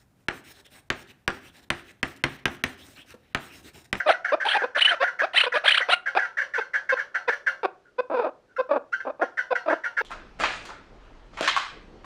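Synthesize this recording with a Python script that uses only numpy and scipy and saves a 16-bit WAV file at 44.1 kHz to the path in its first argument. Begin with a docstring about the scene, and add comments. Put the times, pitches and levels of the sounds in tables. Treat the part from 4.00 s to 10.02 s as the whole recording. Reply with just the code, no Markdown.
"""Two partridges at a window

A partridge on a window sill clucks, growls and squeals near a phone; the thin chucks of a second come from
further off. Both voices are trains of membrane pulses, with hiss in each cycle, filtered by throat and beak
or by the path from afar. A small bare room rings after every note, over a faint hush of shaped noise."""
import sys
import numpy as np
from scipy import signal
from scipy.fft import rfft, irfft
from scipy.io import wavfile
from scipy.ndimage import uniform_filter1d

SR = 44100
rng = np.random.default_rng(int(sys.argv[2]) if len(sys.argv) > 2 else 0)


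def persist_wave(psi):
    """Save psi, clipped to +-1, as 16-bit WAV."""
    counts = np.round(np.clip(psi, -1, 1) * 32767).astype(np.int16)
    wavfile.write(sys.argv[1], SR, np.atleast_2d(counts).T)


def rack_gain(trim_db):
    """Turn a fader trim in dB into the linear factor to multiply a signal by."""
    fader = np.asarray(trim_db, float)
    return 10 ** (fader / 20)


N = 265482

# Treble gain as the bird turns from phone to window, before the loss by slack: (t/s, level/dB)
FACING = [(0, 4), (1, 13.5), (1.9, 14), (2.3, 17), (2.7, 6), (3.4, 12.5), (4.2, -0.5), (5.2, -0.5),
          (6.1, 9)]
# Response of throat and closed beak: (f/Hz, level/dB)
CLOSED_BEAK = [(60, -45), (130, -38), (190, -28.5), (250, -8), (330, -4), (520, 5.5), (800, 2), (1300, -4),
               (1600, -7), (2000, -24), (2500, -11), (3050, -32), (3600, -21.5), (4200, -35), (4800, -30),
               (6000, -48.5), (9000, -64.5)]
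# Response of throat and open beak: (f/Hz, relative level/dB)
OPEN_BEAK = [(200, -28), (700, -0.5), (1300, 1), (1800, 0.5), (2400, -7), (3100, 1), (4200, -12.5),
             (4900, -29.5), (6100, -46.5), (7000, -36.5), (9000, -31), (12000, -54)]
# Response to breath hiss: (f/Hz, level/dB)
AIR = [(200, -47), (600, 3.5), (1500, -2.5), (2500, 2), (3300, -3.5), (4300, -6.5), (5000, -30),
       (5900, -22), (6700, -36.5), (8000, -31.5), (9300, -19), (10500, -33.5), (12500, -54), (15500, -60.5)]
SLACK_DULLS_DB = -14  # treble change for fully loose membranes


def near_bird(beak_hz=1400, open_breath_db=-8):
    """The throat filters pulses and breath for closed or open beak; treble above beak_hz beams along the beak."""
    closed_breath_db, throat_breath_db = -26, -14
    # row 0 without the beaming gain, row 1 with it
    closed, opened, air = np.zeros((3, 2, N))
    for s, (pulses, hiss), slack, beak_open in clucks() + squeals() + growls() + stutter():
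        beam = rack_gain(np.interp(s, *np.transpose(FACING)) + SLACK_DULLS_DB * slack)
        track = opened if beak_open else closed
        throat = pulses if beak_open else pulses + rack_gain(throat_breath_db) * hiss
        breath = rack_gain(open_breath_db if beak_open else closed_breath_db) * hiss
        for row, gain in enumerate((1, beam)):
            add(track[row], s, gain * throat)
            add(air[row], s, gain * breath)
    body, beamed = (beak_filters(closed[row], opened[row], air[row]) for row in range(2))
    lowpass = signal.butter(2, beak_hz, fs=SR, output="sos")
    voice = beamed + signal.sosfiltfilt(lowpass, body - beamed)
    return room(voice, wet_db=-17.5, t60_low=0.3, t60_high=0.21, gap_s=0.0092)


def beak_filters(closed, opened, air):
    """Sum of the closed-beak, open-beak and breath paths."""
    open_path = rack_gain(-10.0) * colour(opened, OPEN_BEAK)
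    return -colour(closed, CLOSED_BEAK) + open_path + colour(air, AIR)


def voice_rough(slack):
    """Loose membranes vibrate less regularly."""
    return 0.099 + 0.8 * slack


# Clucks: (t/s, length/s, start f/Hz, end f/Hz, level/dB)
CLUCKS = [(0.055, 0.039, 614, 674, -20), (0.085, 0.026, 769, 677.6, -13.5), (0.442, 0.042, 766, 872, -22.5),
          (0.539, 0.039, 747, 762.6, -20), (0.755, 0.029, 503, 642, -29), (0.895, 0.056, 584, 652, -31),
          (0.996, 0.042, 507, 537.5, -25.5), (1.019, 0.025, 611, 792, -22.5), (1.339, 0.015, 520, 884, -29),
          (1.435, 0.0074, 500, 615, -27), (1.454, .03, 532, 526, -29), (1.533, 0.025, 472.5, 500, -28),
          (1.546, 0.033, 633, 633, -25), (1.633, .025, 470.5, 1098, -30), (1.653, 0.013, 548, 680, -26),
          (1.8, 0.012, 647, 500, -31.5), (1.881, 0.026, 405, 903, -25), (1.916, 0.025, 619, 667, -25),
          (2.575, 0.025, 519, 458, -26.5), (2.916, 0.028, 506, 533.4, -22.5), (3.273, 0.025, 527, 433, -25),
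          (3.979, 0.029, 519, 504.5, -22.5), (4.578, 0.038, 492, 531, -21.5),
          (5.502, .031, 529, 524, -21.5), (5.521, 0.013, 648, 787, -20), (6.007, .01, 427, 451, -28)]
CLUCK_SLACK, SQUEAL_SLACK = .2, .1  # 0 taut and clear, 1 loose and hoarse
CRY_ROUGH = .25  # added roughness of clucks voiced during a long cry


def clucks():
    """Glides that swell slowly and stop short, as (s, pulses and hiss, slack, beak open)."""
    out = []
    for s, seconds, hz0, hz1, db in CLUCKS:
        crying = any(start - .03 < s < start + length for start, length, _ in RASP)
        rough = voice_rough(CLUCK_SLACK) + CRY_ROUGH * crying
        sound = rack_gain(db) * note(seconds, hz0, hz1, rough, CLUCK_SLACK, 0.48, 0.11)
        out.append((s, sound, CLUCK_SLACK, False))
    return out


# Squeals: (t/s, length/s, start f/Hz before ceiling, climb/(octave/s) before ceiling, level/dB before boost)
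SQUEALS = [(0.464, 0.01, 1310, 35.5, -25.5), (0.484, 0.015, 1396, 31, -17), (.512, .013, 1248, 42, -17),
           (0.525, 0.01, 1450, 31.5, -21.5), (0.78, 0.022, 790, 69, -21), (0.805, 0.031, 1298, 89, -12.5),
           (0.844, .025, 2110, 76, -11.5), (0.882, 0.023, 2665, 39, -20), (1.332, 0.011, 927, 24.5, -34),
           (1.355, 0.042, 1578, 22, -15.5), (1.37, 0.021, 2130, 70, -16), (1.39, 0.032, 3155, -49.5, -21.5),
           (1.398, 0.025, 1891, 47.5, -15.5), (1.432, 0.018, 1097, 62.5, -25),
           (1.439, 0.022, 1758, -72, -28), (1.65, 0.035, 1109, 41, -20.5), (1.676, .016, 1502, 26.5, -11.5),
           (1.688, 0.013, 1862, 42, -12.5), (1.702, 0.029, 1248, 67.5, -15), (1.74, .022, 1155, 65, -17.5),
           (1.771, 0.016, 1040, 50.5, -16.5), (1.79, .018, 2303, -61, -30.5),
           (1.901, 0.025, 905, 16.5, -24.5), (1.914, .034, 1267, 6.5, -16.5)]
# pitch limit; sharpness of the levelling off; boost at the limit
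CEILING_HZ, KNEE, CEILING_DB = 3020, 4.7, 2.5


def squeals():
    """Taut membranes glide in pitch under a soft ceiling, beak open; louder towards the ceiling."""
    out = []
    for s, seconds, hz, climb, db in SQUEALS:
        free = hz * 2 ** (climb * np.arange(max(int(seconds * SR), 64)) / SR)
        pitch = free / (1 + (free / CEILING_HZ) ** (2 * KNEE)) ** (.5 / KNEE)
        gain = rack_gain(db + CEILING_DB * (pitch / CEILING_HZ) ** 2)
        cry = membrane(pitch, voice_rough(SQUEAL_SLACK), SQUEAL_SLACK)
        out.append((s, gain * cry * swell(len(pitch), 0.33, 0.27), SQUEAL_SLACK, True))
    return out


# Growls, one curve each: (t/s, membrane f/Hz, level/dB before throb, slack 0-1)
GROWLS = [
    [(.319, 554, -23, 0.5), (.335, 588.5, -19.5, 0.2), (.354, 593, -20, 0.9)],
    [(.618, 422, -34, 0.7), (.64, 440, -26, .5), (.66, 599, -27, 0.9)],
    [(1.216, 463.5, -30, .4), (1.24, 682, -20.5, 0.3), (1.257, 845, -21, 0.4)],
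    [(2.149, 439, -31.5, .3), (2.163, 803, -20.5, .6), (2.174, 819, -20, 0.5), (2.184, 595, -24, 0.3)],
    [(3.63, 457.7, -31.5, 0.2), (3.648, 399.7, -22, .5), (3.662, 394, -25.5, 0.5)],
    [(4.098, 558, -31.5, 1), (4.115, 585, -24.5, 1), (4.138, 672.4, -21.5, 0.9), (4.165, 451, -28.5, .2),
     (4.2, 492, -23.5, 0.5), (4.226, 414.5, -28, 0.3), (4.24, 621, -24.5, 0.4), (4.262, 719, -22.5, 1),
     (4.274, 478, -25, .7), (4.297, 624, -29.5, 1)],
    [(4.69, 565, -32.5, 0.4), (4.712, 585, -23.5, 0.6), (4.728, 607, -17, 0.4), (4.745, 582, -25, 1),
     (4.768, 595, -21, .8), (4.782, 565, -21.5, 1)],
    [(5.05, 514.4, -34, 0.9), (5.08, 492, -26, 1), (5.11, 631, -31, 0.5)],
    [(5.194, 519, -32, 1), (5.21, 650, -28.5, 0.5), (5.23, 613, -12.5, 0.9), (5.243, 554, -24.5, 1)],
    [(5.659, 618.5, -29.5, 0.6), (5.676, 658.5, -23, 0.9), (5.688, 614.6, -19.5, .5),
     (5.705, 583, -19.5, 1), (5.722, 625, -16.5, 1), (5.744, 547, -26, 1)],
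]
THROB_HZ, THROB_DB = 39.8, 4  # mean swing to either side


def growls(rough_share=0.89, halving_share=0.95, rise_s=0.0029, fall_s=0.0017):
    """Loose membranes follow pitch, level and slack curves; the level throbs unevenly."""
    out = []
    for curve in GROWLS:
        when, hz, db, slack = np.transpose(curve)
        t = np.arange(when[0], when[-1], 1 / SR)
        hz, db, slack = (np.interp(t, when, v) for v in (hz, db, slack))
        edges = swell(len(t), rise_s * SR / len(t), fall_s * SR / len(t))
        # random swings of alternating sign, one per half throb
        swings = rng.random(64) * 2 * (-1) ** np.arange(64)
        throb = np.interp(t - t[0], np.arange(64) / THROB_HZ / 2, swings)
        sound = membrane(hz, rough_share * voice_rough(slack), halving_share * slack)
        out.append((when[0], rack_gain(db + THROB_DB * throb) * sound * edges, slack, False))
    return out


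# Chirp runs of the second membrane under the long cries: (t/s, length/s, level of the loudest chirp/dB)
RASP = [(0.068, 0.063, -15.5), (0.448, 0.13, -21.5), (0.763, 0.17, -27.5), (1.34, 0.099, -25.5),
        (1.412, 0.051, -43), (1.537, .05, -29), (1.637, 0.16, -26.5), (1.892, 0.056, -22)]


def stutter(step_s=.011, low_hz=1100, span=2.0, climb=1.2):
    """The second membrane stutters quick rising chirps of random pitch, level and delay, beak open."""
    out = []
    for s, seconds, top_db in RASP:
        chance = rng.random((32, 3))
        for at, (pitch, size, late) in zip(np.arange(s, s + seconds - step_s, step_s), chance):
            hz = low_hz * span ** pitch
            chirp = note(1.2 * step_s, hz, hz * climb, .45, 0.075, .4, 0.19)
            out.append((at + late * step_s / 2, rack_gain(top_db - 6 * size) * chirp, SQUEAL_SLACK, True))
    return out


# Chucks: (t/s before the lead, level/dB, middle f/Hz of the third partial, length/s)
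FAR = [(.0014, -12.5, 1715, 0.01), (0.1055, -15.5, 1761, 0.023), (.1403, -24.5, 1502, 0.029),
       (0.25, -15.5, 1900, .027), (0.283, -21, 1620, .039), (0.405, -18, 1616, 0.042),
       (0.5398, -14, 1690, 0.024), (0.57, -25.5, 1485, 0.066), (0.5977, -23, 1624, 0.059),
       (0.7538, -14, 1694, 0.033), (0.8725, -15.5, 1733, 0.029), (.9123, -16, 1440, 0.027),
       (1.019, -16, 1641, 0.053), (1.076, -20, 1543, 0.028), (1.194, -14, 1673, 0.038),
       (1.526, -15, 1900, 0.019), (1.554, -17.5, 1653, 0.035), (1.813, -12.5, 1918, .028),
       (2.063, -18, 1687, .042), (2.19, -14.5, 1738, .025), (2.2225, -20.5, 1512, 0.03),
       (2.253, -23, 1361, .02), (2.3753, -15, 1726, 0.04), (2.4203, -15.5, 1621, 0.018),
       (2.542, -14.5, 1680, 0.038), (2.573, -20.5, 1564, 0.028), (2.603, -23.5, 1542, 0.035),
       (2.7396, -15, 1726, 0.042), (2.8956, -12.5, 1597, 0.033), (2.973, -21.5, 1401, 0.023),
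       (2.9918, -18, 1636, 0.031), (3.149, -16.5, 1488, 0.034), (3.287, -12.5, 1681, 0.031),
       (3.329, -16.5, 1644, 0.023), (3.469, -13.5, 1602, 0.036), (5.008, -26.5, 1505, 0.018),
       (5.2203, -19, 1472, 0.024), (5.377, -17.5, 1652, 0.043), (5.557, -16, 1538, 0.025),
       (5.6976, -19.5, 1570, 0.055), (5.842, -17, 1597, 0.041), (5.973, -16, 1456, 0.046)]
# Smoother notes: (t/s, level/dB, start f/Hz, end f/Hz, length/s)
FAR_SOFT = [(3.838, -51.5, 1377, 1403, 0.073), (4.48, -54, 1502, 1410, 0.075),
            (4.56, -22, 1264, 1432, 0.023), (4.919, -15.5, 1288, 1611, 0.04)]
# Relative response of the path to one pulse: (f/Hz, level/dB)
FAR_PATH = [(100, -77), (400, -30.5), (900, -16), (1150, -24.5), (1330, -6.5), (1480, -2), (1570, 3),
            (1660, 3), (1850, -4.5), (2080, -3), (2400, -23.5), (3200, -29.5), (3800, -37), (4500, -35),
            (5100, -38), (5900, -32), (6700, -45.5), (7300, -45.5), (9000, -53.5), (11500, -51.5),
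            (13000, -66.5), (16000, -100.5)]
# Wall return of the far voice, stronger in highs and lows: (f/Hz, level/dB)
FAR_WALLS = [(300, 2), (800, 9.5), (1300, 0.5), (1620, -4), (2050, -5), (2700, 4), (4200, 7), (5700, 5),
             (7000, 2), (12000, 1)]
LEAD_ROUGH, FOLLOW_ROUGH = .6, .25  # a chuck after a rest is hoarse, a close follower clearer
FOLLOW_S = .07  # onset spacing that counts as close


def far_bird(lead_s=.007, glide=.86, halving=0.78, breath_db=-16, whistle_db=-5, soft_rough=0.32):
    """A like voice through a path that favours the third and fourth partials, blurred by close echoes."""
    track = np.zeros(N)
    rests = np.diff(np.array(FAR)[:, 0], prepend=-1)
    for (s, db, hz, seconds), rest in zip(FAR, rests):
        rough = FOLLOW_ROUGH if rest < FOLLOW_S else LEAD_ROUGH
        pulses, hiss = note(seconds, hz / 3 / glide, hz / 3 * glide, rough, halving * rough, 0.25, 0.53)
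        # a half-clear whistle rides on the third partial and falls with it
        whistle = note(seconds, hz / glide, hz * glide, rough, 0, 0.079, 0.099)[0]
        chuck = pulses + rack_gain(breath_db) * hiss + rack_gain(whistle_db) * whistle
        add(track, s - lead_s, rack_gain(db) * chuck)
    for s, db, hz0, hz1, seconds in FAR_SOFT:
        pulses, hiss = note(seconds, hz0, hz1, soft_rough, 0, 0.32, 0.55)
        add(track, s, rack_gain(db) * (pulses + hiss))
    voice = rack_gain(-4.5) * colour(track, FAR_PATH)
    nook = room(voice, wet_db=-1, t60_low=0.063, t60_high=0.12, gap_s=0.0024, split_hz=15000)
    tail = room(nook, wet_db=-6.5, t60_low=0.4, t60_high=0.28, gap_s=0.012, split_hz=1200) - nook
    return nook + colour(tail, FAR_WALLS)


# Relative spectrum of the hush: (f/Hz, density level/dB per Hz)
HUSH = [(20, -18), (35, -13), (175, -8.5), (270, -12), (400, -3), (940, -19), (1460, -16.5), (2140, -23.5),
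        (4500, -29), (6000, -32), (9000, -40), (14000, -50.5), (16000, -71.5)]
HUSH_DB = -64  # rms re full scale


def hush():
    """Room air and microphone noise: steady filtered white noise."""
    x = colour(rng.standard_normal(N), HUSH)
    return x * rack_gain(HUSH_DB) / np.sqrt(np.mean(x ** 2))


def membrane(hz, rough, halving):
    """Pulses on a pitch track; roughness shakes their timing and size and lets air hiss once a cycle."""
    jitter, waver, shimmer_db = .05, .14, 3
    chance = rng.standard_normal((4, 10000))
    n = len(hz)
    rough, halving = (np.clip(v, 0, 1) * np.ones(n) for v in (rough, halving))
    wobble = uniform_filter1d(chance[0], size=60)[:n] * np.sqrt(60)
    drift = uniform_filter1d(uniform_filter1d(chance[3], size=300), size=300)[:n] * np.sqrt(450)
    phase = np.cumsum(hz * np.exp(rough * (jitter * wobble + waver * drift))) / SR
    cycle = phase.astype(int)
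    at = np.flatnonzero(np.diff(cycle))
    # share of each pulse that goes to the earlier of two samples
    late = (phase[at + 1] - cycle[at + 1]) / (phase[at + 1] - phase[at])
    shimmer = rack_gain(shimmer_db * rough[at] * chance[1, cycle[at]])
    size = shimmer * (1 - halving[at] * (cycle[at] % 2))  # halving weakens every other pulse
    # equal partial strength at every pitch
    size = size * SR / hz[at] / 2
    pulses = np.zeros(n + 1)
    pulses[at] += size * late
    pulses[at + 1] += size * (1 - late)
    hiss = rough * chance[2, :n] * np.exp(-(phase % 1) / 0.8) * np.sqrt(SR / hz)
    mean = (1 - halving / 2) / 2
    return np.array([pulses[:n] - mean, hiss])


def note(seconds, hz0, hz1, rough, halving, rise, fall, bend=0.87):
    """One swelling note on a pitch glide, as pulses and hiss."""
    n = max(int(seconds * SR), 64)
    hz = hz0 * (hz1 / hz0) ** (np.arange(n) / n) ** bend
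    return membrane(hz, rough, halving) * swell(n, rise, fall)


def swell(n, rise, fall):
    """Smooth rise and fall, as shares of the length."""
    u = np.arange(n) / n
    return np.sin(np.pi / 2 * np.clip(np.minimum(u / rise, (1 - u) / fall), 0, 1)) ** 2


def add(track, s, sound):
    """Mix a sound in at time s."""
    i = max(int(s * SR), 0)
    track[i:i + len(sound)] += sound[:N - i]


def colour(x, points):
    """Causal filter through (Hz, dB) points, from the cepstrum of the log gain."""
    hz, db = np.transpose(points)
    grid = np.arange(1, 2050) * SR / 4096
    cep = irfft(np.interp(np.log(grid), np.log(hz), db) * np.log(10) / 20)
    # fold to minimum phase
    cep[1:2048] *= 2
    cep[2049:] = 0
    return signal.fftconvolve(x, irfft(np.exp(rfft(cep))))[:N]


def room(x, wet_db, t60_low, t60_high, gap_s, split_hz=2500):
    """Direct sound plus a dense noise tail that builds over gap_s and decays apart below and above split_hz."""
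    t = np.arange(SR // 2 + SR // 4) / SR
    noise = rng.standard_normal(len(t))
    low = signal.sosfilt(signal.butter(2, split_hz, fs=SR, output="sos"), noise)
    tail = low * 1000 ** (-t / t60_low) + (noise - low) * 1000 ** (-t / t60_high)
    tail *= np.clip(t / gap_s, 0, 1) ** 2
    return x + rack_gain(wet_db) * signal.fftconvolve(x, tail / np.sqrt(np.sum(tail ** 2)))[:N]


def scene():
    """Two birds and the quiet room, one channel."""
    return (near_bird() + far_bird() + hush())[None]


def band_limit(x):
    """A steep low-pass at the top of the band."""
    return signal.sosfilt(signal.butter(12, 15480, fs=SR, output="sos"), x)


def record(dry):
    """The finished mix as the phone keeps it."""
    return band_limit(dry)


dry = scene()
out = record(dry)
persist_wave(out)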